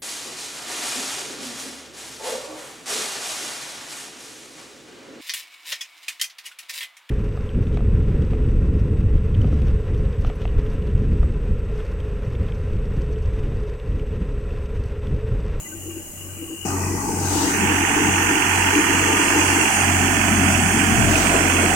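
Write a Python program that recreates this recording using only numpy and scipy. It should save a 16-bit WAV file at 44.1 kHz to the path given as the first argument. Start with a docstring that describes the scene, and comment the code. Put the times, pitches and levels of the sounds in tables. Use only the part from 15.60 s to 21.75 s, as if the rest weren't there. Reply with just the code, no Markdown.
"""A wheat thresher runs in an open field, belt-driven by a three-cylinder diesel tractor. Drum and engine hum
at nearly the same pitch, and their interference makes a slow throb. Wads of straw excite the casing's
resonance, rush over the sieves and leave as hissing chaff. For the first second everything sounds faint and
dull, then it turns abruptly loud and close; the diesel clatter comes in on the right, and past four seconds a
fresh sheaf loads the drum and slows it."""
import sys
import numpy as np
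from scipy import signal
from scipy.fft import rfft, irfft, next_fast_len
from scipy.io import wavfile
from scipy.ndimage import uniform_filter1d

SR = 44100
rng = np.random.default_rng(int(sys.argv[2]) if len(sys.argv) > 2 else 0)


def file_out(sig):
    """Save sig as 16-bit WAV at sys.argv[1]."""
    # one column per channel
    cols = np.atleast_2d(sig).T
    # limit, then scale
    lim = np.clip(cols, -1, 1)
    pcm = np.round(lim * 32767).astype(np.int16)
    wavfile.write(sys.argv[1], SR, pcm)


N = 271391
TIME = np.arange(N) / SR
PADDED = 2 * next_fast_len(N // 2 + 1, True)
BINS = np.maximum(np.arange(PADDED // 2 + 1) * SR / PADDED, 1)  # Hz


# Straw beating on the casing. Each row: time in seconds, level in dB before muffling.
BEATING_LEVEL = [(1.65, -30), (1.85, -26.5), (2.22, -26), (2.275, -32), (2.32, -26.5), (2.9, -29),
                 (3.55, -25), (4.02, -25.5), (4.15, -33.5), (4.35, -25.5), (4.9, -26.5), (5.02, -28),
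                 (5.12, -24.5), (5.9, -24.5)]
# Wads hitting the drum. Each row: peak time in seconds, length in seconds, level in dB.
WAD_HITS = [(.15, 0.052, -39.5), (.29, 0.046, -35), (.375, 0.043, -34), (.665, 0.037, -46),
            (.83, 0.039, -33), (.925, 0.041, -32.5), (1.767, 0.042, -26.5), (1.88, 0.019, -27),
            (2.096, 0.034, -25.5), (2.415, 0.045, -21), (2.49, 0.022, -22), (2.63, 0.019, -22.5),
            (2.725, 0.047, -23.5), (3.188, 0.034, -21.5), (3.31, 0.013, -23), (3.456, 0.032, -26),
            (3.79, 0.029, -21.5), (4.01, 0.039, -26), (4.83, 0.031, -23.5), (5.745, 0.019, -23)]
# Knocks on the casing. Each row: frequency in Hz, left and right gain in dB.
CASING_SPECTRUM = [(229, -14, -46), (295.6, 6.5, 3), (301, -2.5, -7), (408, -3, -6.5), (492, -5, -37),
                   (555, -46, -49), (680, -68, -88)]

def drum_casing(blades, blade_hz, width_hz=86):
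    """Forced resonance: beaten straw and wads ring the casing, whose pitch falls as it fills."""
    centre_hz = by_state(when_muffled=329.8, free=308, loaded=270.6)
    boom_share = by_state(when_muffled=0.73, free=0.4, loaded=0.57)  # of the power
    knocks = rush(CASING_SPECTRUM, spread_db=7) * from_db(2 * drift(41))
    # The blade harmonics nearest the resonance stand out.
    orders = [(k, -10 * np.log10(1 + (2 * (k * blade_hz - centre_hz) / width_hz) ** 4))
              for k in range(4, 9)]
    boom = rms_one(tones(blades, orders, waver_db=3.5, waver_hz=17.6, jitter=0.59)) * pan(1.7)
    beating = np.sqrt(1 - boom_share) * knocks + np.sqrt(boom_share) * boom
    beating_gain = from_db(in_time(BEATING_LEVEL) - 19.5 * muffled())
    ring = tones(np.cumsum(centre_hz) / SR, [(1, 0)], waver_db=1.2, waver_hz=30, jitter=0.6) * pan(2.5)
    scrape = from_db(-9) * knocks
    return beating_gain * beating + swells(WAD_HITS) * (ring + scrape)


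# The drum gulping air. Each row: peak time in seconds, length in seconds, level in dB.
AIR_GULPS = [(2.04, 0.053, -24), (2.48, 0.076, -25), (5.05, 0.031, -22), (5.45, 0.26, -27.5)]
# Churned air. Each row: frequency in Hz, left and right gain in dB.
CHURN_SPECTRUM = [(20, -28, -30), (45, -9, -17), (100, -8, -14), (146, 0, -5), (205, 7.5, 3.5),
                  (251.6, 3, -1), (320, -59, -70)]

def drum_air(slip):
    """Turbulence: air churned by the drum rumbles, swelling with the throb and with each gulp."""
    throb = from_db(-0.5 * np.cos(2 * np.pi * slip))
    churn = level(-34.5, muffled_db=-19.5, feed_share=-0.5, load_db=10.5) * throb
    return np.hypot(churn, swells(AIR_GULPS)) * rush(CHURN_SPECTRUM, spread_db=1.5)


# The drum's hum. Each row: multiple of the blade rate, relative level in dB.
DRUM_HARMONICS = [(1, -14), (2, -1)]
# The exhaust note, growing as the listener turns to the tractor. 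Each row: time in seconds, level in dB.
EXHAUST_LEVEL = [(5.0, -78), (5.45, -34.5)]

def drone(firings, blades, slip):
    """Beats: drum and engine hum drift in and out of phase; the exhaust adds its firing note."""
    hum = sum(from_db(db + 0.3 * drift(1.5)) * np.sin(2 * np.pi * k * blades)
              for k, db in DRUM_HARMONICS)
    engine_gain = by_state(when_muffled=0.85, free=0.56, loaded=0.28)
    engine = -engine_gain * np.sin(2 * np.pi * (2 * blades - slip))
    overtone = from_db(-13.5 - 4.5 * np.cos(2 * np.pi * slip)) * np.sin(2 * np.pi * 3 * blades)
    exhaust = from_db(in_time(EXHAUST_LEVEL)) * np.sin(2 * np.pi * firings)
    gain = level(-31.5, muffled_db=-15.5, feed_share=-0.5, load_db=7.5)
    return np.sqrt(2) * (gain * (hum + engine + overtone) + exhaust) * pan(by_state(7.3, 1.4, 2.0))


def throb_turns(firings, blades):
    """Phase slip between the second harmonics of drum and engine; they oppose at each whole turn."""
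    slip = 2 * (blades - firings)
    opposed_s = np.where(TIME < OPENS_S, 0.49, 1.46)
    return slip - np.interp(opposed_s, TIME, slip)


# Diesel clatter. Each row: time in seconds, level in dB before muffling.
CLATTER_LEVEL = [(1.1, -57), (1.6, -65), (1.8, -35), (1.97, -24), (3, -22)]
# Its spectrum. Each row: frequency in Hz, left and right gain in dB.
CLATTER_SPECTRUM = [(544, -48, -37), (614, -51, 1), (930, -15, 7.5), (1320, -62, 7), (1460, -35, 11.5),
                    (2040, -50, 8.5), (2590, -52, 8.5), (3500, -55, 0.5), (3450, -78, -56)]
# Knocks in firing order. Each row: resonance in Hz, width in Hz, level in dB relative to the clatter.
CYLINDER_RINGS = [(2680, 800, -8.5), (2000, 2600, -9), (2550, 1200, -10)]
# Gear whine. Each row: multiple of the firing rate, level in dB relative to the clatter.
GEAR_ORDERS = [(21.65, -22), (32, -26.5), (40, -19)]

def diesel(firings, rise_strokes=0.12, decay_strokes=0.36):
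    """Impulse excitation: each cylinder rings in turn, over steady clatter and faint gear whine."""
    stroke, since = np.divmod(firings, 1)
    stroke = stroke.astype(int)
    cylinder = stroke % len(CYLINDER_RINGS)
    colour = from_db(over_hz(CLATTER_SPECTRUM))
    strength = from_db(rng.standard_normal(N))[stroke]  # firings vary by about 1 dB
    envelope = np.exp(-since / decay_strokes) * np.minimum(since / rise_strokes, 1)
    blows = strength * envelope * impacts(spread_db=2)
    knocks = sum(from_db(db) * radiate(blows * (cylinder == k), colour * resonances([(hz, width, 0)]))
                 for k, (hz, width, db) in enumerate(CYLINDER_RINGS))
    clatter = radiate(impacts(spread_db=4), colour) * from_db(0.5 * drift(14))
    whine = tones(firings, GEAR_ORDERS, waver_db=2.5, waver_hz=0.24, jitter=0.44) * pan(-16)
    return from_db(in_time(CLATTER_LEVEL) - 20 * muffled()) * (clatter + knocks + whine)


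# Husks and the blower's air. Each row: frequency in Hz, left and right gain in dB.
HUSK_SPECTRUM = [(3900, -17, -5), (4400, -12, -11), (5060, -5.5, -9.5), (5380, -6, -10.5), (6330, 3.5, 0.5),
                 (7170, 1.5, -3), (8080, -4.5, 6), (9380, -15, -0.5), (10420, -15, -11.5),
                 (16000, -16, -24.5)]
AIR_SPECTRUM = [(100, 10.5, 16), (427, 5.5, 4), (690, -6, -4), (2230, -2, -7), (3800, 5, -43.5),
                (5600, -39, -46), (7200, 7, 10.5), (16000, 2.5, 0.5)]
# Direction of the husks. Each row: time in seconds, left minus right level in dB.
HUSK_PAN = [(1.8, 4), (6.15, -1)]
# A gap in the blower. Each row: resonance in Hz, width in Hz, gain in dB.
GAP_RESONANCE = [(6850, 340, 0)]
# The gap's whistle. Each row: time in seconds, level in dB.
WHISTLE_LEVEL = [(0, -42), (.5, -45.5), (.66, -47)]

def chaff():
    """Flow noise: husks hiss out of the blower on a steady air stream, and a gap whistles thinly."""
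    gain = level(-24, muffled_db=-15.5, feed_share=2.12, load_db=-1.5)
    husks = gain * rush(HUSK_SPECTRUM, spread_db=-3) * pan(in_time(HUSK_PAN)[0])
    gap = radiate(impacts(spread_db=2), resonances(GAP_RESONANCE))
    whistle = from_db(in_time(WHISTLE_LEVEL)) * gap * pan(5.4)
    air = from_db(-38.5) * rush(AIR_SPECTRUM, spread_db=4.5)
    return whistle + flicker(husks + air, depth_db=2.5)


# Rushing straw. Each row: frequency in Hz, left and right gain in dB.
STRAW_SPECTRUM = [(385, -36, -23), (492, -12, 5), (613, 6.5, 8.5), (1020, 1, -3), (1160, -2, -24),
                  (1310, -32.5, -11)]
# The hollow housing. Each row: time in seconds, resonance in Hz.
HOUSING_RESONANCE = [(1.1, 835), (1.3, 940), (1.55, 843), (1.8, 900), (2.2, 865), (2.7, 880), (3.85, 924),
                     (4.15, 820), (4.75, 740), (5.15, 800), (5.5, 724), (6.15, 766)]

def straw():
    """Cavity resonance: straw rushes through a housing whose pitch wanders and sinks as it packs."""
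    centre_hz = in_time(HOUSING_RESONANCE)[0]
    hollow = rms_one(moving_band(rush(STRAW_SPECTRUM, spread_db=1), centre_hz, width_hz=200))
    hollow_db = by_state(when_muffled=6, free=6, loaded=2)
    flow = rush(STRAW_SPECTRUM, spread_db=0.5) + from_db(hollow_db) * hollow
    gain = level(-33.5, muffled_db=-25.5, feed_share=1.2, load_db=-0.5)
    return flicker(gain * flow, depth_db=2.8)


# Sheet-metal panels. Each row: resonance in Hz, width in Hz, gain in dB.
PANEL_MODES = [(1148, 335, 9.5), (1528, 230, 8), (1960, 280, 7), (2483, 410, 8)]
# Bunches of stalks. Each row: peak time in seconds, length in seconds, level in dB.
STALK_BUNCHES = [(2.95, 0.14, -35), (3.7, 0.19, -35), (5.75, 0.11, -31), (6.02, 0.092, -34)]
# The sieve, ringing lower while full of grain. Each row: time in seconds, resonance in Hz.
SIEVE_RESONANCE = [(1.8, 2860), (2.25, 2840), (4.1, 2780), (4.5, 2950)]
# Grain on the sieve. 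Each row: time in seconds, level in dB before panning.
GRAIN_LEVEL = [(0, -59.5), (.35, -52.5), (.52, -63), (.6, -55), (.8, -53.5), (1.04, -46), (1.25, -73),
               (1.55, -57), (2.0, -43.5), (4.18, -40), (4.36, -75), (5.4, -56)]

def rattle(firings, lag_strokes=0.13):
    """Forced vibration: the engine shakes panels and sieve, so stalks and grain rattle in its rhythm."""
    strokes = firings - lag_strokes
    rounds = strokes / len(CYLINDER_RINGS)
    shake = 1 + 0.14 * np.cos(2 * np.pi * strokes) + 0.13 * np.cos(2 * np.pi * rounds)
    shake *= from_db(1.1 * drift(35))
    steady = level(-34.5, muffled_db=-17.5, feed_share=0.1, load_db=-18)
    stalk_gain = np.hypot(steady, swells(STALK_BUNCHES)) * from_db(1.2 * drift(1))
    stalks = radiate(impacts(spread_db=5), resonances(PANEL_MODES)) * stalk_gain * pan(2.5)
    grain = rms_one(moving_band(impacts(spread_db=5), in_time(SIEVE_RESONANCE)[0], width_hz=240))
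    sieve = grain * from_db(in_time(GRAIN_LEVEL)) * pan(23.5)
    return flicker(shake * stalks, depth_db=4.5) + shake * sieve


# Bursts of shredded straw. Each row: peak time in seconds, length in seconds, level in dB.
SHRED_BURSTS = [(1.8, 0.17, -27.5), (5.6, 0.14, -26)]
# Their spectrum. Each row: frequency in Hz, left and right gain in dB.
SHRED_SPECTRUM = [(1200, 26.6, -29), (2400, 16, -35), (3450, 18, -12), (6200, 24, 16), (11000, 1, 8)]

def shreds():
    """Superposition: the tiny impacts in a burst of shredded straw merge into a bright rustle."""
    return swells(SHRED_BURSTS) * rush(SHRED_SPECTRUM, spread_db=3.5)


# Squeals. Each row: peak time in seconds, length in seconds, pitch in Hz, level in dB before panning.
BELT_SQUEALS = [(0.067, 0.015, 2010, -52.5), (0.131, 0.019, 1540, -59), (3.565, 0.51, 1203, -46.5),
                (5.764, 0.084, 1020, -39), (6.003, 0.083, 2210, -44.5)]

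def belt():
    """Friction tones: the belt's thin, wavering squeals swell and fade on the left."""
    squeals = (swells([(s, length, db)]) * tones(hz * TIME, [(1, 0)], waver_db=3, waver_hz=12, jitter=.9)
               for s, length, hz, db in BELT_SQUEALS)
    return pan(28) * sum(squeals)


# A gust. Each row: peak time in seconds, length in seconds, level in dB.
WIND_GUSTS = [(5.42, 0.13, -22.5)]
# Its spectrum. Each row: frequency in Hz, left and right gain in dB.
GUST_SPECTRUM = [(20, -20, -20), (40, -6, -13), (117, 13, 2), (170, -11, -15), (300, -52, -53)]

def wind():
    """Turbulent pressure: a gust rumbles on the microphone."""
    return swells(WIND_GUSTS) * rush(GUST_SPECTRUM, spread_db=1)


# The band altered by the ground echo. Each row: time in seconds, centre in Hz, gain in dB.
GROUND_BAND = [(.9, 574, 9), (1.2, 570, -8), (2.32, 574, -10), (3.08, 575, -11), (3.8, 600, 0),
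               (4.4, 500, -12), (5.0, 470, -10), (5.3, 583, -17), (5.5, 536, 4)]

def ground(x):
    """Interference: the ground echo cancels or lifts a narrow band that shifts as the listener moves."""
    hz, db = in_time(GROUND_BAND)
    return x - (1 - from_db(db)) * moving_band(x, hz, width_hz=106)


# The dark treble band on the right. Each row: time in seconds, centre in Hz, width in Hz.
RIGHT_NOTCH = [(1.6, 3900, 1660), (1.78, 2060, 400), (1.9, 2600, 500), (2.05, 4550, 1800),
               (2.55, 4400, 1570), (2.9, 3700, 480), (5.3, 3910, 660), (5.6, 3800, 400)]

def treble_dip(x, gain_db=-22):
    """Band rejection: a notch parts the roar from the hiss, steady on the left, moving on the right."""
    left = moving_band(x[0], centre_hz=3634, width_hz=670)
    right = moving_band(x[1], *in_time(RIGHT_NOTCH))
    return x - (1 - from_db(gain_db)) * np.array([left, right])


OPENS_S, OPENING_S = 1.046, 0.008

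def muffled():
    """A steep ramp: 1 during the faint, dull first second, 0 after the abrupt change."""
    return np.clip(1 - (TIME - OPENS_S) / OPENING_S, 0, 1)


# Load on the drum. Each row: time in seconds, fraction of full load.
DRUM_LOAD = [(4.12, 0.06), (4.3, 0.65), (4.8, 0.99), (5.4, 0.85), (5.75, 0.61), (6.15, 0.6)]

def by_state(when_muffled, free, loaded):
    """Linear blend: muffling and load move a quantity away from its free-running value."""
    return free + (when_muffled - free) * muffled() + (loaded - free) * in_time(DRUM_LOAD)[0]


# Straw going through the machine. Each row: time in seconds, relative flow in dB.
STRAW_FEED = [(1.1, -3), (1.45, -3.5), (1.75, -1), (2.3, -1), (3.9, 0.5), (6.15, 0.5)]

def level(db, muffled_db, feed_share, load_db):
    """Gains in cascade: muffling, load and feed add in decibels to a layer's base level."""
    return from_db(db + by_state(muffled_db, 0, load_db) + feed_share * in_time(STRAW_FEED)[0])


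# Likeness of the two ears. Each row: frequency in Hz, correlation from 0 to 1.
EAR_CORRELATION = [(60, 0.59), (300, 1), (700, 0.84), (1200, 0.027), (8000, 0.038)]

def radiate(excitation, gain):
    """Interaural coherence: two streams are coloured and mixed, alike in the bass only; rms 1."""
    mid, side = rfft(excitation, PADDED)
    alike = np.clip(over_hz(EAR_CORRELATION), -1, 1)
    ears = np.sqrt(1 + alike) * mid + np.sqrt(1 - alike) * side * [[1], [-1]]
    return rms_one(irfft(gain * ears, PADDED)[:, :N])


def impacts(spread_db):
    """Two uncorrelated streams of countless tiny impacts of uneven size."""
    return rng.standard_normal((2, N)) * from_db(spread_db * np.clip(rng.standard_normal((2, N)), -3, 3))


def rush(spectrum, spread_db):
    """Source and filter: dense impacts heard through a broad spectrum."""
    return radiate(impacts(spread_db), from_db(over_hz(spectrum)))


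def resonances(modes):
    """Modal sum: the gain of steep-sided resonances at every frequency."""
    return sum(from_db(db) / (1 + (1.6 * (BINS - hz) / width) ** 2) ** 2 for hz, width, db in modes)


def tones(turns, orders, waver_db, waver_hz, jitter):
    """Random modulation: multiples of a rotation waver in level and in phase (jitter, in radians)."""
    return np.sqrt(2) * sum(from_db(db + waver_db * drift(waver_hz))
                            * np.sin(2 * np.pi * (k * turns + rng.random()) + jitter * drift(waver_hz))
                            for k, db in orders)


def swells(rows):
    """Power addition: the gain of bell-shaped surges, each length taken at half power."""
    return np.sqrt(sum(from_db(2 * db) * 0.5 ** np.minimum((2 * (TIME - s) / length) ** 2, 60)
                       for s, length, db in rows))


def flicker(x, depth_db, size=1024):
    """Amplitude modulation: narrow bands swell and fade apart, about a tenth of a second at a time."""
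    cells = signal.stft(x, nperseg=size)[2]
    patches = uniform_filter1d(rng.standard_normal(cells.shape), size=5, axis=1)
    patches = uniform_filter1d(patches, size=9, axis=2)
    return signal.istft(cells * rms_one(from_db(depth_db * rms_one(patches))), nperseg=size)[1][:, :N]


def moving_band(x, centre_hz, width_hz, size=2048):
    """Band-pass filtering with a centre and width that may move."""
    hz, s, cells = signal.stft(x, SR, nperseg=size)
    centre, width = (np.interp(s, TIME, np.broadcast_to(v, N)) for v in (centre_hz, width_hz))
    detuning = 2 * (hz[:, None] - centre) / width
    return signal.istft(cells / (1 + detuning ** 4), nperseg=size)[1][..., :N]


def drift(rate_hz, step=40):
    """Low-passed noise: slow random wandering of rms 1."""
    pole = np.exp(-2 * np.pi * rate_hz * step / SR)
    noise = rng.standard_normal(N // step + 2002)
    slow = signal.lfilter([1], [1, -2 * pole, pole * pole], noise)[2000:]
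    return np.interp(np.arange(N) / step, np.arange(len(slow)), rms_one(slow))


def pan(left_db):
    """Interaural level difference: gains for a source louder on the left by so many dB."""
    return from_db(np.array([[1], [-1]]) * left_db / 2)


def in_time(rows):
    """The columns of a curve at every sample."""
    s, *columns = np.transpose(rows)
    return np.array([np.interp(TIME, s, c) for c in columns])


def over_hz(rows):
    """The columns of a spectrum at every frequency."""
    hz, *columns = np.transpose(rows)
    return np.array([np.interp(np.log(BINS), np.log(hz), c) for c in columns])


def from_db(db):
    """Decibels to gain."""
    return 10 ** (np.asarray(db) / 20)


def rms_one(x):
    """Scale to unit rms."""
    return x / np.sqrt(np.mean(x ** 2) + 1e-20)


# Engine speed. Each row: time in seconds, firings per second.
FIRING_RATE = [(3.8, 45.41), (4.3, 44.85), (5.1, 44.65), (5.7, 43.8), (6.15, 43.6)]
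DRIVE_RATIO, BELT_SLIP = 1.0254, 0.0055  # blade passes per firing; share lost at full load

def scene():
    """Belt coupling: the drum follows the engine's speed, slipping a little under load."""
    firing_hz = in_time(FIRING_RATE)[0]
    blade_hz = firing_hz * DRIVE_RATIO * (1 - BELT_SLIP * in_time(DRUM_LOAD)[0])
    firings = np.cumsum(firing_hz) / SR + 0.92  # starts late in a stroke
    blades = np.cumsum(blade_hz) / SR
    slip = throb_turns(firings, blades)
    drum = drum_air(slip) + drum_casing(blades, blade_hz)
    machines = drum + straw() + rattle(firings) + diesel(firings) + chaff()
    return drone(firings, blades, slip) + treble_dip(ground(machines)) + shreds() + belt() + wind()


def record(dry):
    """Low-pass filtering: the treble is cut steeply above 16 kHz."""
    return irfft(rfft(dry, PADDED) / np.sqrt(1 + (BINS / 16000) ** 300), PADDED)[:, :N]


dry = scene()
out = record(dry)
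file_out(out)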